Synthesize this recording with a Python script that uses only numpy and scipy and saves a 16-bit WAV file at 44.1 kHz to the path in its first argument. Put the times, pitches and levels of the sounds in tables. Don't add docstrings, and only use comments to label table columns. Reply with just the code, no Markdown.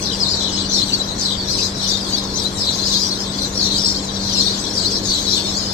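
import sys
import numpy as np
from scipy import signal
from scipy.fft import rfft, irfft
from scipy.io import wavfile
from scipy.ndimage import uniform_filter1d, map_coordinates

SR = 44100
rng = np.random.default_rng(int(sys.argv[2]) if len(sys.argv) > 2 else 0)


def unload_audio(sound):
    columns = np.transpose(np.atleast_2d(sound))
    steps = np.round(np.clip(columns, -1, 1) * 32767)
    wavfile.write(sys.argv[1], SR, steps.astype(np.int16))


N = 252693

# (middle [s], length [s], pitch [Hz], glide [Hz], nominal trill depth [Hz], relative level [dB])
TRILLED_CHIRPS = [(0.051, 0.097, 5660, -1360, 328, -25.5), (0.088, 0.15, 4020, -2400, 330, -24),
                  (0.138, 0.038, 4890, -80, 150, -23), (0.248, .04, 3996, -900, 120, -24),
                  (0.272, 0.065, 3690, 0, 120, -27), (0.282, 0.047, 4280, 400, 200, -20.5),
                  (0.316, 0.086, 4910, -1120, 320, -19), (0.41, 0.23, 3915, -1360, 330, -23.5),
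                  (.47, .1, 3980, -500, 250, -26.5), (0.545, 0.064, 5150, 809, 150, -24),
                  (0.602, 0.11, 3890, 1600, 336, -26.5), (0.745, 0.13, 5730, -1120, 335, -20.5),
                  (0.771, 0.15, 4130, -1300, 304, -19), (1.01, .04, 3960, 0, 120, -22),
                  (1.1, .09, 3870, -500, 150, -27), (1.225, 0.092, 5740, -1680, 326, -24),
                  (1.274, 0.19, 4246, -2200, 310, -22), (1.303, 0.074, 3790, 1002, 150, -25.5),
                  (1.338, .07, 3510, -500, 199, -26), (1.405, 0.09, 4550, -650, 150, -24.5),
                  (1.516, 0.044, 4660, 10, 150, -23.5), (1.558, 0.23, 5510, 596.5, 324, -25),
                  (1.614, 0.13, 4860, 1502, 326, -23), (1.623, 0.085, 4000, 2026, 327, -27),
                  (1.793, .07, 4220, 405, 150, -37), (1.842, 0.068, 4280, 462, 323, -25.5),
                  (1.894, 0.061, 5690, -1500, 336, -21), (1.938, 0.12, 3987, 64, 340, -22.5),
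                  (2.086, 0.061, 4830, 302, 149, -37), (2.199, 0.11, 3950, -900, 332, -26.5),
                  (2.367, 0.032, 6170, 200, 150, -26), (2.376, 0.066, 4100, -200, 200, -29),
                  (2.35, .04, 5400, 900, 300, -30), (2.38, 0.055, 6900, -2900, 330, -35),
                  (2.394, 0.049, 5450, 820, 150, -27), (2.42, 0.066, 3810, -600, 150, -26.5),
                  (2.614, 0.035, 5200, 190, 149, -20.5), (2.651, 0.18, 4630, -2450, 324, -24),
                  (2.685, 0.042, 4060, -300, 202, -18), (2.723, 0.11, 4000, -7, 332, -30.5),
                  (2.86, 0.073, 5110, 1200, 250, -23), (2.93, 0.13, 4280, -1700, 320, -21.5),
                  (2.953, 0.15, 5220, -1160, 330, -25), (3.037, 0.068, 4870, -160, 150, -22),
                  (3.101, 0.16, 4850, -2380, 330, -27), (3.213, 0.067, 5140, 40, 330, -23.5),
                  (3.29, .07, 3590, 203, 200, -30.5), (3.338, 0.065, 4510, 400, 249, -31),
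                  (3.358, 0.088, 5670, 230, 300, -34), (3.444, 0.058, 4140, -800, 170, -23),
                  (3.581, 0.078, 5200, -590, 325, -20.5), (3.631, 0.12, 4310, -1260, 317, -18.5),
                  (3.659, 0.052, 5600, 268, 150, -23), (3.691, 0.09, 3835, -560, 333, -23.5),
                  (3.718, .09, 3980, -200, 251, -24), (3.769, 0.13, 4620, 2365, 330, -21),
                  (3.871, 0.13, 5200, 42, 324, -18), (3.964, 0.062, 4680, 1948, 326, -23),
                  (4.097, 0.043, 3680, -500, 300, -28), (4.17, .09, 3920, 198, 250, -34),
                  (4.266, 0.073, 4130, 498, 200, -26.5), (4.195, 0.047, 4540, 100, 150, -36),
                  (4.376, 0.029, 4170, 200, 150, -21), (4.403, 0.063, 4550, -1730, 326, -16),
                  (4.484, 0.16, 4210, 1190.5, 330, -24), (4.56, 0.096, 3520, -33, 147, -26.5),
                  (4.6, 0.031, 4900, 441, 151, -24.5), (4.665, 0.062, 3510, 62, 151, -28),
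                  (4.78, 0.11, 5000, -1460, 340, -20.5), (4.856, 0.062, 4140, 775.5, 150, -20),
                  (4.901, 0.2, 4760, -1150, 324, -25), (4.948, 0.11, 5020, -2780, 334, -22.5),
                  (5.081, 0.1, 6260, -1300, 328, -27.5), (5.125, .12, 4520, -200, 150, -22),
                  (5.151, 0.16, 3880, -1060, 333, -20), (5.247, 0.059, 6160, 10, 332, -34.5),
                  (5.314, 0.067, 5450, 663, 333, -21), (5.349, 0.13, 3950, -2310, 316, -22.5),
                  (5.489, 0.08, 5340, 75.5, 151, -23.5), (5.566, 0.12, 4730, 1734, 151, -25),
                  (5.581, 0.08, 6920, -1760, 333, -32.5), (5.671, 0.24, 5120, -120, 336, -25)]
# (middle [s], length [s], start pitch [Hz], middle pitch [Hz], end pitch [Hz], relative level [dB])
CLEAR_WHISTLES = [(0.208, 0.023, 5320, 4960, 4700, -20), (0.225, 0.036, 5010, 4980, 3800, -15.5),
                  (0.389, .045, 4290, 3950, 4250, -20), (0.828, 0.035, 3790, 4150, 4640, -18),
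                  (0.942, 0.047, 4120, 4570, 3780, -15.5), (0.972, 0.032, 3590, 3800, 4250, -30),
                  (1.26, 0.02, 4180, 4080, 3660, -18), (1.547, .034, 4220, 4180, 4100, -21),
                  (1.828, 0.048, 5320, 5500, 5580, -29), (2.143, 0.04, 4740, 4590, 4350, -18.5),
                  (2.34, 0.025, 3670, 4300, 4950, -29), (2.462, 0.05, 3730, 3980, 4200, -18.5),
                  (2.862, .03, 4870, 5000, 5200, -21.5), (2.935, 0.034, 3880, 3550, 3230, -24),
                  (2.963, .035, 3756, 3800, 3720, -21), (3.045, .025, 4800, 4750, 4940, -26),
                  (3.118, 0.051, 3880, 4200, 4240, -22.5), (3.39, .025, 4530, 4520, 4440, -28),
                  (3.419, 0.017, 3900, 4070, 4230, -19), (3.797, 0.037, 5380, 5400, 5350, -23.5),
                  (3.87, 0.051, 4280, 4350, 4400, -23), (4.337, .025, 5870, 5950, 5850, -23),
                  (4.399, .03, 5100, 5050, 4860, -19), (4.463, 0.028, 4170, 4270, 4340, -21.5),
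                  (4.477, .031, 3740, 3740, 3670, -20), (4.96, 0.067, 5380, 5500, 5450, -27),
                  (5.098, 0.032, 5200, 5390, 5460, -25.5), (5.378, 0.02, 3740, 3670, 3600, -21.5)]
# (frequency [Hz], left minus right [dB])
CITY_SIDE_LEAN = [(60, 1), (200, 1.5), (380, 3.5), (700, 1.5), (1300, 0.6), (2500, -2.5)]


def gain_of(db):
    return 10 ** (np.asarray(db) / 20)


def evened(x):
    return x / np.sqrt(np.mean(x ** 2) + 1e-20)


def read(points, hz):
    f, value = np.transpose(points)
    return np.interp(np.log(hz + 1), np.log(f + 1), value)


def follow(points):
    s, value = np.transpose(points)
    return np.interp(np.arange(N) / SR, s, value)


def add(mix, s, sound):
    at = round(s * SR)
    part = mix[..., max(at, 0):max(at + sound.shape[-1], 0)]
    part += sound[..., max(-at, 0):][..., :part.shape[-1]]


def sides(lean_db):
    return gain_of(np.multiply.outer([.5, -.5], lean_db))


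def wander(count, hz):
    knots_per_sample = 2 * hz / SR
    knots = rng.standard_normal(int(count * knots_per_sample) + 4)
    return map_coordinates(knots, [1 + np.arange(count) * knots_per_sample], order=3)


def chirp(length, start_hz, middle_hz, end_hz, depth_hz):
    # (multiple of the pitch, level [dB])
    overtone_levels = [(2, -37), (3, -48)]
    harsh_db_per_hz = 0.0184
    hiss_db = -36
    count = int(length * SR)
    u = np.linspace(-1, 1, count)
    bend_hz = (start_hz + end_hz) / 2 - middle_hz
    glide = middle_hz + (end_hz - start_hz) * u / 2 + bend_hz * u ** 2

    trill_hz = rng.uniform(45, 80)
    beat = 2 * np.pi * (trill_hz * np.arange(count) / SR + rng.random())
    beat += 1.8 * wander(count, hz=30)
    flutter = .3 * wander(count, hz=260)
    pitch = glide + depth_hz * (1.15 * np.sin(beat) + flutter)
    phase = 2 * np.pi * np.cumsum(pitch) / SR

    tone = np.sin(phase)
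    for multiple, db in overtone_levels:
        tone += gain_of(db + harsh_db_per_hz * depth_hz) * np.sin(multiple * phase)
    tone += gain_of(hiss_db) * rng.standard_normal(count)
    rasp = gain_of(1.5 * wander(count, hz=150))
    rasp *= gain_of(.01 * depth_hz * np.cos(beat))
    fade = np.cos(np.pi / 2 * u) ** 0.81
    return evened(tone * rasp) * fade


def scatter(x, t60, wet_db):
    count = int(.6 * SR)
    shape = x.shape[:-1] + (count,)
    taps = rng.choice([-1., 1.], shape) * (rng.random(shape) < .06)
    taps *= gain_of(-60 * np.arange(count) / SR / t60)
    taps *= gain_of(wet_db) / np.linalg.norm(taps, axis=-1, keepdims=True)
    arrival = rng.integers(0, 50, x.shape[:-1] + (1,))
    np.put_along_axis(taps, arrival, 1, axis=-1)
    wet = signal.fftconvolve(x, taps, axes=-1)[..., :N]
    return wet / np.sqrt(1 + gain_of(2 * wet_db))


def with_neighbours():
    join_above_db, join_db = -24, -18
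    lowest_hz, range_octaves, widest_glide_hz = 6250, .36, 1178
    within_s = 0.078
    calls = list(TRILLED_CHIRPS)
    chances = rng.random((len(TRILLED_CHIRPS), 3))
    for (s, length, _, _, depth_hz, db), (late, pitch, glide) in zip(TRILLED_CHIRPS, chances):
        if db > join_above_db:
            middle_s = s + within_s * (late - .5)
            hz = lowest_hz * 2 ** (range_octaves * pitch)
            glide_hz = widest_glide_hz * (2 * glide - 1)
            calls.append((middle_s, max(length, .07), hz, glide_hz, max(depth_hz, 330), db + join_db))
    return calls


def near_birds():
    # (pitch [Hz], left minus right [dB])
    near_side_lean = [(3300, 13.5), (3900, 8.5), (4600, 4.5), (5500, 7.5), (6500, 11), (8000, 16.5)]
    lean_spread_db = 4
    waver_hz = 25
    sag = .06
    beak_hz = 3260
    perches = np.zeros((5, 2, N))
    calls = []
    for k, (s, length, start, middle, end, db) in enumerate(CLEAR_WHISTLES):
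        calls.append((k % 2, s, length, start, middle, end, waver_hz, db))
    for k, (s, length, hz, glide, depth, db) in enumerate(with_neighbours()):
        middle = hz - sag * abs(glide)
        calls.append((2 + k % 3, s, length, hz - glide / 2, middle, hz + glide / 2, depth, db))

    for (perch, s, length, start, middle, end, depth, db), place in zip(calls, rng.random(len(calls))):
        lean_db = read(near_side_lean, middle) + lean_spread_db * (place - .5)
        call = gain_of(db) * chirp(length, start, middle, end, depth)
        add(perches[perch], s - length / 2, sides(lean_db)[:, None] * call)

    open_air = scatter(perches[:2], t60=.05, wet_db=-6.0).sum(0)
    leafy = scatter(perches[2:], t60=.06, wet_db=1.5).sum(0)
    walls = gain_of(-12) * scatter(open_air + leafy, t60=0.46, wet_db=20.0)
    beak = signal.butter(4, beak_hz, "high", fs=SR, output="sos")
    return signal.sosfilt(beak, open_air + leafy + walls)


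def stir_db():
    share, from_db, spread_s = 0.48, -34.5, 0.054
    rows = TRILLED_CHIRPS + CLEAR_WHISTLES
    s, length, db = np.transpose([(row[0], row[1], row[-1]) for row in rows])
    t = np.arange(0, N / SR + .01, .005)
    bumps = np.exp(-((t[:, None] - s) / (length / 3 + spread_s)) ** 2)
    near = (gain_of(db - from_db) ** 2 * bumps).sum(axis=1)
    return np.interp(np.arange(N) / SR, t, share * 10 * np.log10(1 + near))


def far_flock():
    # (time [s], level [dB])
    flock_levels = [(0, -31), (.17, -36.5), (.3, -35.5), (.56, -29.5), (.67, -34), (0.879, -33),
                    (1.1, -34.5), (1.16, -35.5), (1.401, -35), (1.63, -28), (1.71, -34), (1.8, -29),
                    (2.1, -31), (2.31, -34.5), (2.421, -32.5), (2.52, -37.5), (2.62, -33), (2.9, -28.5),
                    (3.2, -33.5), (3.42, -33), (3.5, -36), (3.75, -32.5), (4.05, -31.5), (4.28, -30),
                    (4.65, -30.5), (4.71, -31.5), (4.85, -33), (5.01, -33.5), (5.3, -28.5), (5.73, -32)]
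    # (frequency [Hz], relative density [dB per Hz])
    flock_spectrum = [(1710, -41), (2900, -20.5), (3500, -10.5), (4150, -3), (4910, -8), (5310, -8.5),
                      (6410, -12), (6930, -18.5), (7920, -16), (8400, -23), (8900, -27.5), (9640, -31.5),
                      (12700, -30.5), (14100, -36), (15500, -75)]
    # (frequency [Hz], left minus right [dB])
    flock_side_lean = [(2500, 12.5), (4400, 8), (8100, 12), (11000, -1.5), (15000, 6)]
    calls_per_s, span_s = 260, 6
    trees = np.zeros((6, N))
    draws = rng.random((calls_per_s * span_s, 5))
    slots = np.arange(len(draws))
    draws[:, 0] = (slots + draws[:, 0]) / len(draws)
    draws[:, 2] = (slots * 5 % 12 + draws[:, 2]) / 12
    for k, (when, long, pitch, glide, size) in enumerate(draws):
        hz = 2950 * 2.9 ** pitch
        sweep_hz = (1100 + 300 * pitch) * (glide - .65)
        length, depth_hz = .022 + .05 * long, 40 + 200 * pitch
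        loud = gain_of(11.0 * size ** 3)
        call = loud * chirp(length, hz - sweep_hz / 2, hz + 100, hz + sweep_hz / 2, depth_hz)
        add(trees[k % len(trees)], span_s * when - .2, call)

    both_sides = np.repeat(trees[:, None], 2, axis=1)
    blurred = scatter(both_sides, t60=.16, wet_db=3.0).sum(0)
    spectrum, hz = rfft(blurred), np.fft.rfftfreq(N, 1 / SR)
    flat = spectrum / np.sqrt(uniform_filter1d(abs(spectrum) ** 2, size=1500, axis=1) + 1e-9)
    coloured = flat * gain_of(read(flock_spectrum, hz)) * sides(read(flock_side_lean, hz))
    return evened(irfft(coloured, N)) * gain_of(follow(flock_levels) + stir_db())


def birds():
    # (time [s], treble level [dB])
    treble_levels = [(0, 1.5), (.6, -5.5), (.8, 1.5), (1.3, 0), (2, 1), (2.5, 2.5), (2.9, 0.5), (3.3, 1),
                     (3.9, 0.5), (4.5, -0.5), (5.1, 2), (5.73, 0.5)]
    treble_hz, stir_share = 8300, 0.34
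    both = near_birds() + far_flock()
    high_pass = signal.firwin(201, treble_hz, pass_zero=False, fs=SR)
    treble = signal.oaconvolve(both, high_pass[None], "same")
    stir = stir_db()
    swell_db = stir_share * (stir - stir.mean())
    return both + treble * (gain_of(follow(treble_levels) + swell_db) - 1)


def city():
    # (frequency [Hz], relative density [dB per Hz])
    city_spectrum = [(19, -39), (32, -4), (101, -4.5), (145, -6.5), (199, -7), (245, -6.5), (393, -8.5),
                     (746, -15), (1070, -14), (1170, -19), (1620, -20), (2540, -28.5), (3100, -30.5),
                     (3900, -40), (6380, -90)]
    # (frequency [Hz], left-right correlation [-1 to 1])
    side_likeness = [(40, 0.75), (60, 0.81), (100, 1), (180, 0.88), (310, 1), (550, 0.64), (950, -0.19),
                     (1650, -0.015), (2860, 0.15), (4970, -0.087), (8640, -0.02), (15000, -0.02)]
    level_db = -28
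    frames, hz = N // 512 + 5, np.fft.rfftfreq(2048, 1 / SR)
    a, b, c, d, patches = rng.standard_normal((frames, len(hz), 5)).T
    patches = uniform_filter1d(patches, size=10, axis=0)
    patches = evened(uniform_filter1d(patches, size=8, axis=1))
    same = read(side_likeness, hz)[:, None]
    left, other = a + 1j * b, c + 1j * d
    z = np.array([left, same * left + np.sqrt(1 - same ** 2) * other])
    z *= gain_of(read(city_spectrum, hz)[:, None] + 1.22 * patches)
    z *= sides(read(CITY_SIDE_LEAN, hz))[..., None]
    wash = signal.istft(z, nperseg=2048, noverlap=1536)[1][:, :N]
    return gain_of(level_db) * evened(wash)


def hum():
    # (frequency [Hz], rms level before the side lean [dB], waver rate [Hz])
    motor_tones = [(99.4, -43, 4.9), (195.5, -31.5, 2.583), (293.3, -42.5, 4.0), (1074, -51.5, 1.02)]
    # (time [s], mean frequency [Hz], peak level [dB])
    fading_tone = [(0, 950, -49), (.35, 936, -40), (.55, 917, -49), (.7, 925, -86)]
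    t, out = np.arange(N) / SR, np.zeros((2, N))
    for hz, db, waver_hz in motor_tones:
        tone = np.sin(2 * np.pi * hz * t + 0.4 * wander(N, waver_hz))
        tone *= gain_of(1.2 * wander(N, waver_hz))
        out += gain_of(db) * evened(tone) * sides(read(CITY_SIDE_LEAN, hz))[:, None]
    s, hz, db = np.transpose(fading_tone)
    pitch = np.interp(t, s, hz) + 6.4 * wander(N, hz=13.6)
    return out + gain_of(np.interp(t, s, db)) * np.sin(2 * np.pi * np.cumsum(pitch) / SR)


def scene():
    return birds() + city() + hum()


def record(dry):
    edge_hz = 15700
    low_pass = signal.firwin(511, edge_hz, window=("kaiser", 9), fs=SR)
    return signal.oaconvolve(dry, low_pass[None], "same")


dry = scene()
out = record(dry)
unload_audio(out)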